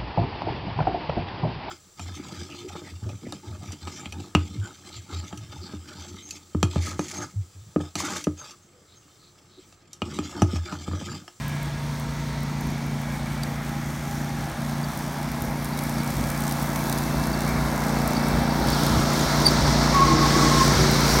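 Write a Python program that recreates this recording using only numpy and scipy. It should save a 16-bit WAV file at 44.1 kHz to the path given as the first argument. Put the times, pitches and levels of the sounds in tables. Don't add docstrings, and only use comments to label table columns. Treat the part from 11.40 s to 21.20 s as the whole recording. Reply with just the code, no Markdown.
import sys
import numpy as np
from scipy import signal
from scipy.fft import rfft, irfft
from scipy.io import wavfile
from scipy.ndimage import uniform_filter1d

SR = 44100
rng = np.random.default_rng(int(sys.argv[2]) if len(sys.argv) > 2 else 0)


def generate_wav(sig):
    pcm = np.round(np.clip(np.atleast_2d(sig).T, -1, 1) * 32767).astype(np.int16)
    wavfile.write(sys.argv[1], SR, pcm)


N = 432180
T = np.arange(N) / SR

# (time [s], nearness [dB], share of the flank facing the microphone [0-1],
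# dry litter under the blades [dB])
DRIVE = [(0, 0.5, 0.03, -3), (.7, .5, 0.22, -4), (1.4, 0.6, 0.22, -3), (2.2, 0, 0.2, 1.5),
         (2.9, 0.5, 0.3, 0), (3.6, 0.5, 0.45, 3.5), (4.2, 0.4, 0.5, 3.5), (4.8, 1.14, 0.52, 6),
         (5.4, 1.5, 0.6, 9), (5.9, 2, 0.8, 3.5), (6.5, 3, 0.9, 2.5), (7.2, 3.5, 1, 1.5),
         (7.33, 5, 0.97, 3.5), (8.15, 6.5, 0.84, 1), (8.6, 6.5, 0.93, -2), (9.1, 7.5, 0.8, 2),
         (9.5, 7.5, 0.73, 2), (9.8, 7.5, 0.9, 7.5)]
# (time [s], level [dB])
BUMPS = [(1.28, -36), (1.75, -53), (2.02, -37), (3.0, -37.5), (4.05, -33), (4.8, -28), (5.75, -34),
         (6.2, -32), (6.96, -27), (7.27, -27), (7.55, -24), (8.25, -22.5), (8.75, -29), (9.38, -21)]
# (far off [dB], per dB of nearness [dB], flank full on [dB], per dB of litter [dB])
EXHAUST = (-30.5, 1.11, -1.85, 0)
SECOND_FIRING = .37


def undb(db):
    return np.exp(np.asarray(db) * (np.log(10) / 20))


def unit(x):
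    return x / np.sqrt(np.mean(x ** 2))


def columns(table):
    s, *cols = np.transpose(table)
    return [np.interp(T, s, c) for c in cols]


def shape_db(points, hz):
    f, db = np.transpose(points)
    return np.interp(np.log(hz + 1), np.log(f), db)


def walk(rate):
    held = np.repeat(rng.standard_normal(int(N / SR * rate) + 2), 8)
    slewed = unit(uniform_filter1d(uniform_filter1d(held, size=8), size=8))
    return np.interp(T * rate * 8, np.arange(len(slewed)), slewed)


def band(x, lo_hz, hi_hz):
    return signal.sosfilt(signal.butter(2, [lo_hz, min(hi_hz, .45 * SR)], "band", fs=SR, output="sos"), x)


def beats(phase):
    return np.flatnonzero(np.diff(np.floor(phase)))


def follow(far_db, near, flank_db, litter):
    return far_db + np.dot([near, flank_db, litter], columns(DRIVE))


def jolts(late_s):
    return sum(np.exp(-.5 * ((T - s - late_s) / 0.087) ** 2) for s, _ in BUMPS)


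def drive_whine(phase):
    # (start [s], end [s], multiple of the cycle rate, level [dB])
    whines = [(.3, 2.4, 14, -57), (0, 1.6, 15, -57), (.3, 2.4, 16, -58), (8.5, 9.1, 11, -33),
              (2.8, 3.8, 59, -56), (4.3, 5.5, 59, -54), (0, 1.5, 32, -50), (7, 8.4, 32, -44),
              (2.0, 5.3, 28, -47), (5.7, 7.4, 28, -46), (7.9, 8.4, 22.85, -42), (9.1, 9.3, 22.85, -38),
              (8.55, 9.4, 16, -40), (9.2, 9.9, 13, -34), (8.2, 9.1, 13, -40), (9.4, 9.9, 16, -38),
              (2.5, 5.5, 14, -51), (6, 7.8, 16, -51), (4.9, 5.6, 22.85, -50)]
    out = np.zeros(N)
    for start, end, k, db in whines:
        on = np.interp(T, [start - .15, start + .1, end - .1, end + .15], [0, 1, 1, 0])
        tone = np.sin(2 * np.pi * k * phase + 0.46 * walk(10))
        out += on * undb(db + 2 + 2.8 * walk(11)) * tone
    return out


def bumps():
    size = sum(undb(db) * np.exp(-.5 * ((T - s) / 0.048) ** 2) for s, db in BUMPS)
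    return size * unit(band(rng.standard_normal(N), 34, 194))


def panel_buzz():
    # (middle [s], peak [dB], pitch [Hz], half length [s])
    swells = [(8.559, -16.5, 1125, .018), (8.588, -15.5, 1090, 0.025), (8.626, -14.5, 1103, 0.024),
              (8.653, -19, 1088, .01), (8.686, -21, 1080, 0.015), (8.718, -18, 1075, .02),
              (8.745, -25, 1078, .01), (8.784, -28, 1090, .014), (8.825, -20.5, 1095, 0.018),
              (8.848, -22, 1080, 0.019), (8.936, -31, 1110, 0.011), (8.96, -25, 1125, 0.015),
              (8.99, -23, 1095, .014), (9.029, -18.5, 1115, 0.015), (9.071, -25, 1095, .022),
              (9.126, -21, 1072, .026), (9.171, -18.5, 1075, .022), (9.214, -19, 1066, 0.028),
              (9.243, -26, 1070, 0.0092), (9.28, -27, 1072, .012), (9.303, -24, 1070, .014)]
    s, _, hz, _ = np.transpose(swells)
    size = undb(-37) * np.interp(T, [8.53, 8.56, 9.22, 9.3], [0, 1, 1, 0])
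    for middle, db, _, half in swells:
        size = size + undb(db) * np.cos(np.pi / 2 * np.clip((T - middle) / half, -1, 1)) ** 1.1
    turn = 2 * np.pi * np.cumsum(np.interp(T, s, hz)) / SR + .55 * walk(60)
    ring = (1 + .22 * walk(110)) * np.sin(turn) + .25 * walk(90) * np.cos(turn)
    return size * (ring + .08 * np.sin(2 * turn))


def guard_rattle():
    # (start [s], end [s], level [dB])
    rattles = [
        (0, .25, -49),
        (1.25, 2.05, -50),
        (3.75, 3.95, -53),
        (4.35, 5.0, -48.5),
        (5.35, 5.55, -48),
        (6.05, 6.2, -43),
        (6.55, 7.0, -48),
        (8.52, 8.65, -41),
        (9.3, 9.7, -44),
    ]
    spells = np.zeros(N)
    for a, b, db in rattles:
        spells += undb(db) * np.interp(T, [a - .05, a + .05, b - .05, b + 0.054], [0, 1, 1, 0])
    return spells * undb(2.3 * walk(13)) * unit(band(rng.standard_normal(N), 2140, 2350))


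def frame_groan():
    # (time [s], level [dB])
    groans = [
        (8.5, -47),
        (8.65, -31),
        (8.85, -26.5),
        (9.05, -30),
        (9.2, -32),
        (9.4, -54),
    ]
    on = np.interp(T, [8.5, 8.54, 9.33, 9.4], [0, 1, 1, 0])
    return on * unit(band(rng.standard_normal(N), 296.0, 341)) * undb(columns(groans)[0])


def belt():
    # (middle [s], peak [dB], pitch [Hz], half length [s])
    squeaks = [(2.035, -31, 4670, 0.0068), (3.443, -38, 4600, .012), (4.335, -39, 4590, .008),
               (4.377, -38, 3800, .005), (5.937, -31, 4590, .004), (5.943, -31, 4560, .004),
               (6.752, -34, 4590, .005), (6.770, -27, 4560, 0.005), (6.78, -36, 4480, .005),
               (7.108, -36, 4620, .004), (7.287, -33, 4640, .004), (7.293, -31, 4610, .005),
               (7.313, -33, 4450, .005), (7.334, -27, 4600, 0.008), (7.333, -32, 5200, 0.008),
               (7.705, -31, 6800, .005), (7.81, -30, 6750, .006), (4.607, -40, 4580, .01),
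               (8.052, -27, 4560, .003), (8.0565, -17.5, 4690, .0035), (8.075, -22, 4600, .003),
               (8.0612, -14, 4660, 0.0055), (8.0677, -6, 4570, .0045), (8.0722, -11, 4640, 0.0027),
               (8.077, -25, 4600, .003), (8.082, -19, 4620, 0.003), (8.0865, -16.5, 4610, 0.005),
               (8.0945, -26, 4540, .002)]
    base_hz, sag_hz_per_s = 4620, 12000
    out = np.zeros(N)
    waver = walk(400)
    for s, db, hz, length in squeaks:
        i = np.arange(int((s - length) * SR), int((s + length) * SR))
        late = T[i] - s
        swell = np.cos(np.pi / 2 * late / length) ** 2
        size = undb(db) * swell * undb(1.0 * waver[i - 300])
        turn = 2 * np.pi * (base_hz * s + (hz - sag_hz_per_s / 2 * late) * late) + 0.3 * waver[i]
        overtones = 0.37 * np.sin(2 * turn) + 0.16 * np.sin(3 * turn)
        out[i] += size * (np.sin(turn) + size ** 0.54 * (1 + late / length) ** 2 * overtones)
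    return out


def clatter(phase):
    # (frequency [Hz], level [dB])
    knock_colour = [(300, -30), (450, -8), (620, -0.5), (950, -2), (1300, -4.5), (2250, -8.5), (2600, -25)]
    # (multiple of the stroke rate, level against the clatter [dB])
    pump_tones = [(2, -8.5), (3, -13.5), (4, -9.5), (5, -8), (6, -11), (7, -12.5), (8, -11)]
    decay_cycles, strokes_per_cycle = 0.13, 11.425
    turn, k = np.arange(1024) / 1024, np.arange(513)
    knocks = 0.4 + np.exp(-turn / decay_cycles) + np.exp(-((turn - SECOND_FIRING) % 1) / decay_cycles)
    colour = undb(shape_db(knock_colour, 29 * k) + 5 * (k % 4 == 0)) * (k < 95)
    out = np.zeros(N)
    for pattern in irfft(rfft(knocks * rng.standard_normal((4, 1024))) * colour):
        out += np.interp(phase % 1, turn, unit(pattern), period=1) * walk(1.2) / 2
    for m, db in pump_tones:
        tone = np.sin(2 * np.pi * round(m) * strokes_per_cycle * phase + .4 * walk(6))
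        out += undb(db + 4 * walk(2.5)) * tone
    return out * undb(follow(far_db=-50, near=1.15, flank_db=6.5, litter=0))


def snaps(hits, lo_hz, hi_hz, tail_s):
    tail = np.exp(-np.arange(SR // 50) / (tail_s * SR))
    noise = band(rng.standard_normal(N), lo_hz, hi_hz)
    even = noise / np.sqrt(uniform_filter1d(noise ** 2, size=48) + 1e-9)
    return signal.fftconvolve(hits, tail)[:N] * even


def blades(cycle):
    # (time [s], peak [dB], body
    # of the crack against its top [dB])
    leaves = [(0.0815, -26, -16), (0.2289, -29, -7), (0.598, -29, -15), (1.032, -29, -14),
              (1.2092, -27, -19), (1.2695, -33, -15), (1.4646, -31, -16), (1.6152, -33, -11),
              (2.0343, -28, -7), (2.6344, -34, -12), (3.5743, -24, -8), (3.7314, -31, -14),
              (3.9175, -27, -15), (4.0048, -31, -10), (4.021, -22, -15), (4.0492, -28, -12),
              (4.2258, -34, -11), (4.2453, -23, -5), (4.3745, -25, -4), (4.39, -25, -8), (4.4214, -30, -11),
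              (4.4363, -24, -13), (4.4947, -23, -13), (4.6448, -31, -16), (4.7042, -24, -15),
              (4.8703, -28, -10), (4.8853, -30, -12), (4.9008, -23, -8), (5.0045, -25, -15),
              (5.0779, -24, -13), (5.0928, -25, -13), (5.1223, -18, -18), (5.1971, -29, -9),
              (5.2255, -21, -15), (5.3308, -26, -6), (5.3597, -25, -10), (5.3901, -29, -9),
              (5.4809, -30, -7), (5.4969, -23, -9), (5.5265, -21, -7), (5.5847, -25, -10),
              (5.6296, -24, -24), (5.8691, -23, -11), (5.8995, -31, -17), (6.0187, -29, -15),
              (6.0741, -30, -14), (6.0906, -23, -20), (6.677, -16, -21), (6.884, -23, -9),
              (7.199, -29, -16), (7.2709, -24, -16), (7.302, -19, -22), (7.449, -27, -13),
              (7.4655, -19, -14), (7.923, -26, -9), (8.0222, -29, -6), (8.0651, -26, 7), (8.1125, -25, -16),
              (9.3781, -28, -10), (9.5138, -21, -8)]
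    # (time [s], peak [dB])
    twigs = [(2.0343, -26), (4.2552, -30), (4.3898, -25), (4.5835, -29), (4.839, -28), (4.9008, -33),
             (5.0784, -30), (5.3592, -25), (5.4969, -29), (5.5258, -23), (5.585, -26), (5.8381, -26),
             (7.286, -25), (7.434, -22)]
    passes_per_cycle, one_pass_s = 2.313, 4.8995
    phase = passes_per_cycle * (cycle - np.interp(one_pass_s, T, cycle))
    snap_db = follow(far_db=-54, near=0.97, flank_db=4.5, litter=1) + 1.5 * walk(14)
    at = beats(phase)
    late, luck = rng.random((800, 2))[:len(at)].T
    at = np.clip(at + (late * .005 * SR).astype(int), 0, N - 1)
    grass = np.zeros(N)
    grass[at] = undb(snap_db[at] + 2.5 - 3.8 * np.log(luck + .07) + 1.2 * walk(6)[at])

    high, low, thin = np.zeros((3, N))
    s, peak_db, body_db = np.transpose(leaves)
    i = (s * SR).astype(int)
    crack_db = peak_db + np.minimum(body_db, -13.5) + 3
    high[i] = undb(crack_db)
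    low[i] = undb(crack_db - 17)
    thin[i] = undb(peak_db - 3)
    s, peak_db = np.transpose(twigs)
    i = (s * SR).astype(int)
    low[i] += undb(peak_db - 3)
    high[i] += undb(peak_db - 7)

    hum_db = follow(*EXHAUST)
    out = undb(hum_db - 15) * np.sin(2 * np.pi * phase) + undb(hum_db - 12.5) * np.sin(4 * np.pi * phase)
    out += snaps(grass + high, 7700, 12100, 0.0021)
    out += snaps(undb(3.0) * grass + thin, 11400, 21000, 0.0023)
    return out + snaps(low + undb(0.5) * grass, 2300, 7300, 0.0018)


def deck(phase):
    # (frequency [Hz], density [dB per Hz])
    air_colour = [(35, 2), (60, 9), (100, 4.5), (200, 8), (320, -0.5), (450, -4), (800, -3.5), (1100, -3.5),
                  (1400, -5), (1900, -7.5), (2300, -10), (5000, -8.5), (9000, -8.5), (16000, -6)]
    # (frequency [Hz], width [Hz], level [dB])
    resonances = [(328, 32, 5.5), (418, 106, -7.5), (670, 24, 3), (830, 40, 3.5), (930, 22, 2),
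                  (1015, 31, 1.5), (1320, 35, 2.5), (1645, 30, 3.5), (2170, 210, 2), (4180, 150, -0.5),
                  (5020, 140, -4)]
    body_db = follow(-40, 0.66, 12, 0.1)
    region_octave = np.log2([200, 400, 750, 1400, 2200, 4600, 7000, 11000])
    level_db = [
        follow(*EXHAUST) - 9,
        follow(-41, 1.29, 13, 0),
        body_db,
        follow(-40.5, 2, 1.2, 0.4),
        follow(-38.5, 1.69, -1.5, 0.11),
        follow(-46, 3, 1.5, 0.2),
        follow(-48, 2.5, -5, 0.36),
        follow(-53.5, 1.05, 3.9, 0.85),
    ]
    hz = np.fft.rfftfreq(N, 1 / SR)
    colour_db = shape_db(air_colour, hz)
    colour_db = colour_db + sum(db / (1 + (2 * (hz - f) / width) ** 2) for f, width, db in resonances)
    noise = rfft(unit(irfft(rfft(rng.standard_normal(N)) * undb(colour_db), N)))
    turn = 2 * np.pi * phase
    throb = np.cos(turn) + 1.4 * np.cos(2 * turn + 2.6) + 0.73 * np.cos(3 * turn + 1.0)
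    gust = walk(22)
    out = np.zeros(N)
    for octave in np.arange(5, 14.2, 1 / 3):
        mask = np.cos(np.pi / 2 * np.clip(3 * (np.log2(hz + 1) - octave), -1, 1)) ** 2
        place = np.interp(octave, region_octave, np.arange(len(region_octave)))
        k = min(int(place), len(region_octave) - 2)
        db = level_db[k] + (place - k) * (level_db[k + 1] - level_db[k])
        db = db + .8 * walk(2.5) + .5 * walk(12)
        if octave < 11.5:
            db = db + 0.5 * throb
        else:
            db = db + .75 * gust * np.clip(octave - 12, .3, 1.5)
        if 11.2 < octave < 11.7:
            db = db - 0.22 * (body_db + 31.0)
        out += irfft(noise * mask, N) * undb(db)
    return out * undb(8.0)


def engine():
    # (time [s], cycle rate [Hz])
    speed = [(0.0, 29.0), (1.39, 28.93), (2.07, 28.7), (2.73, 29.1), (3.25, 28.8), (3.47, 29.15),
             (4.5, 29.08), (4.69, 28.75), (5.1, 29.1), (5.48, 28.7), (5.95, 29.35), (6.66, 28.75),
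             (6.85, 29.0), (7.69, 29.0), (7.97, 29.3), (8.9, 29.05), (9.2, 29.1), (9.8, 28.8)]
    # (multiple of the cycle rate, level [dB])
    partials = [(2, -6.5), (3, -34), (4, -14), (5, 0.5), (6, -7), (7, -7.5), (8, -1.5), (9, -9), (10, -10),
                (11, -13), (12, -34), (13, -19.5), (14, -16), (16, -21.5), (18, -26), (19, -22), (20, -22),
                (21, -23.5), (28, -31), (32, -21.5)]
    # (time [s], level [dB])
    frame_shake = [(0, -42), (.5, -45), (.75, -41), (1.75, -41), (2.4, -45), (3.6, -45), (4.5, -40),
                   (5.3, -41), (5.7, -36.5), (6.9, -34), (7.07, -39), (7.25, -33), (7.8, -39), (8.08, -31),
                   (9.8, -27.5)]
    # (time [s], gain [dB], width [s])
    falters = [(.93, -3, .015), (1.64, -3, 0.015), (2.614, -4, 0.047), (3.133, -10, 0.031),
               (3.549, -8, 0.027), (3.752, -5, .018), (4.236, -1, 0.016), (6.698, -4, .04), (7.04, -1, .02),
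               (7.893, -7, 0.026), (8.233, -7, .018), (9.37, -11, .012)]
    second_db = 3
    phase = np.cumsum(columns(speed)[0]) / SR

    shake_db = columns(frame_shake)[0] + 7 + 1.1 * walk(8) + 3.5 * jolts(0)
    exhaust_db = follow(*EXHAUST) + .45 * walk(6) - 0.5 * jolts(.1)
    exhaust_db = exhaust_db + sum(db * np.exp(-.5 * ((T - s) / width) ** 2) for s, db, width in falters)
    middle_db = follow(far_db=-7, near=-0.58, flank_db=9, litter=0) + 2.0
    upper_db = follow(far_db=-19, near=0, flank_db=12, litter=0.5) + 6.5
    away_db = -9 * np.exp(-T / 0.57)

    punch_db, uneven, scatter_db = .8 * walk(26), phase + .001 * walk(40), .6 * walk(45)
    out = np.zeros(N)
    for k, db in partials:
        level_db = shake_db if k == 2 else exhaust_db
        if k > 5:
            level_db = level_db + (middle_db if k < 10 else upper_db) + punch_db * (.4 if k == 8 else 1)
            level_db = level_db + away_db * (k < 13)
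        twin = np.angle(1 + undb(second_db) * np.exp(-2j * np.pi * k * SECOND_FIRING))
        waver = min(k / 20, 1)
        loose = (.25 if k < 12 else .45) * waver * walk(6)
        pipe = 4.5 / k - 1.9
        turn = 2 * np.pi * k * uneven + twin + pipe + loose
        out += undb(db + level_db + (.1 + 2.2 * waver) * walk(7)) * np.sin(turn)
    return out * undb(scatter_db + 1.1), phase


def scene():
    motor, phase = engine()
    mono = drive_whine(phase) + bumps() + panel_buzz() + guard_rattle() + frame_groan() + belt()
    mono = mono + clatter(phase) + blades(phase) + deck(phase) + motor
    return np.array([mono, mono])


def top_cut(x):
    return signal.sosfilt(signal.butter(12, 16940, fs=SR, output="sos"), x)


def record(dry):
    # (frequency [Hz], level [dB])
    port_colour = [(2350, 0.5), (2550, -3.5), (2950, -4.5), (3400, -1), (4600, 0.5), (6000, 3),
                   (7300, -0.5), (9200, 0.5), (10400, -5.5), (11200, -2), (13500, -3.5), (15700, -6)]
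    hz = np.fft.rfftfreq(N, 1 / SR)
    mix = irfft(rfft(dry) * undb(shape_db(port_colour, hz)) * (hz < 15900), N)
    mix = signal.sosfilt(signal.butter(4, 40, "high", fs=SR, output="sos"), mix)
    return top_cut(mix)


dry = scene()
out = record(dry)
generate_wav(out)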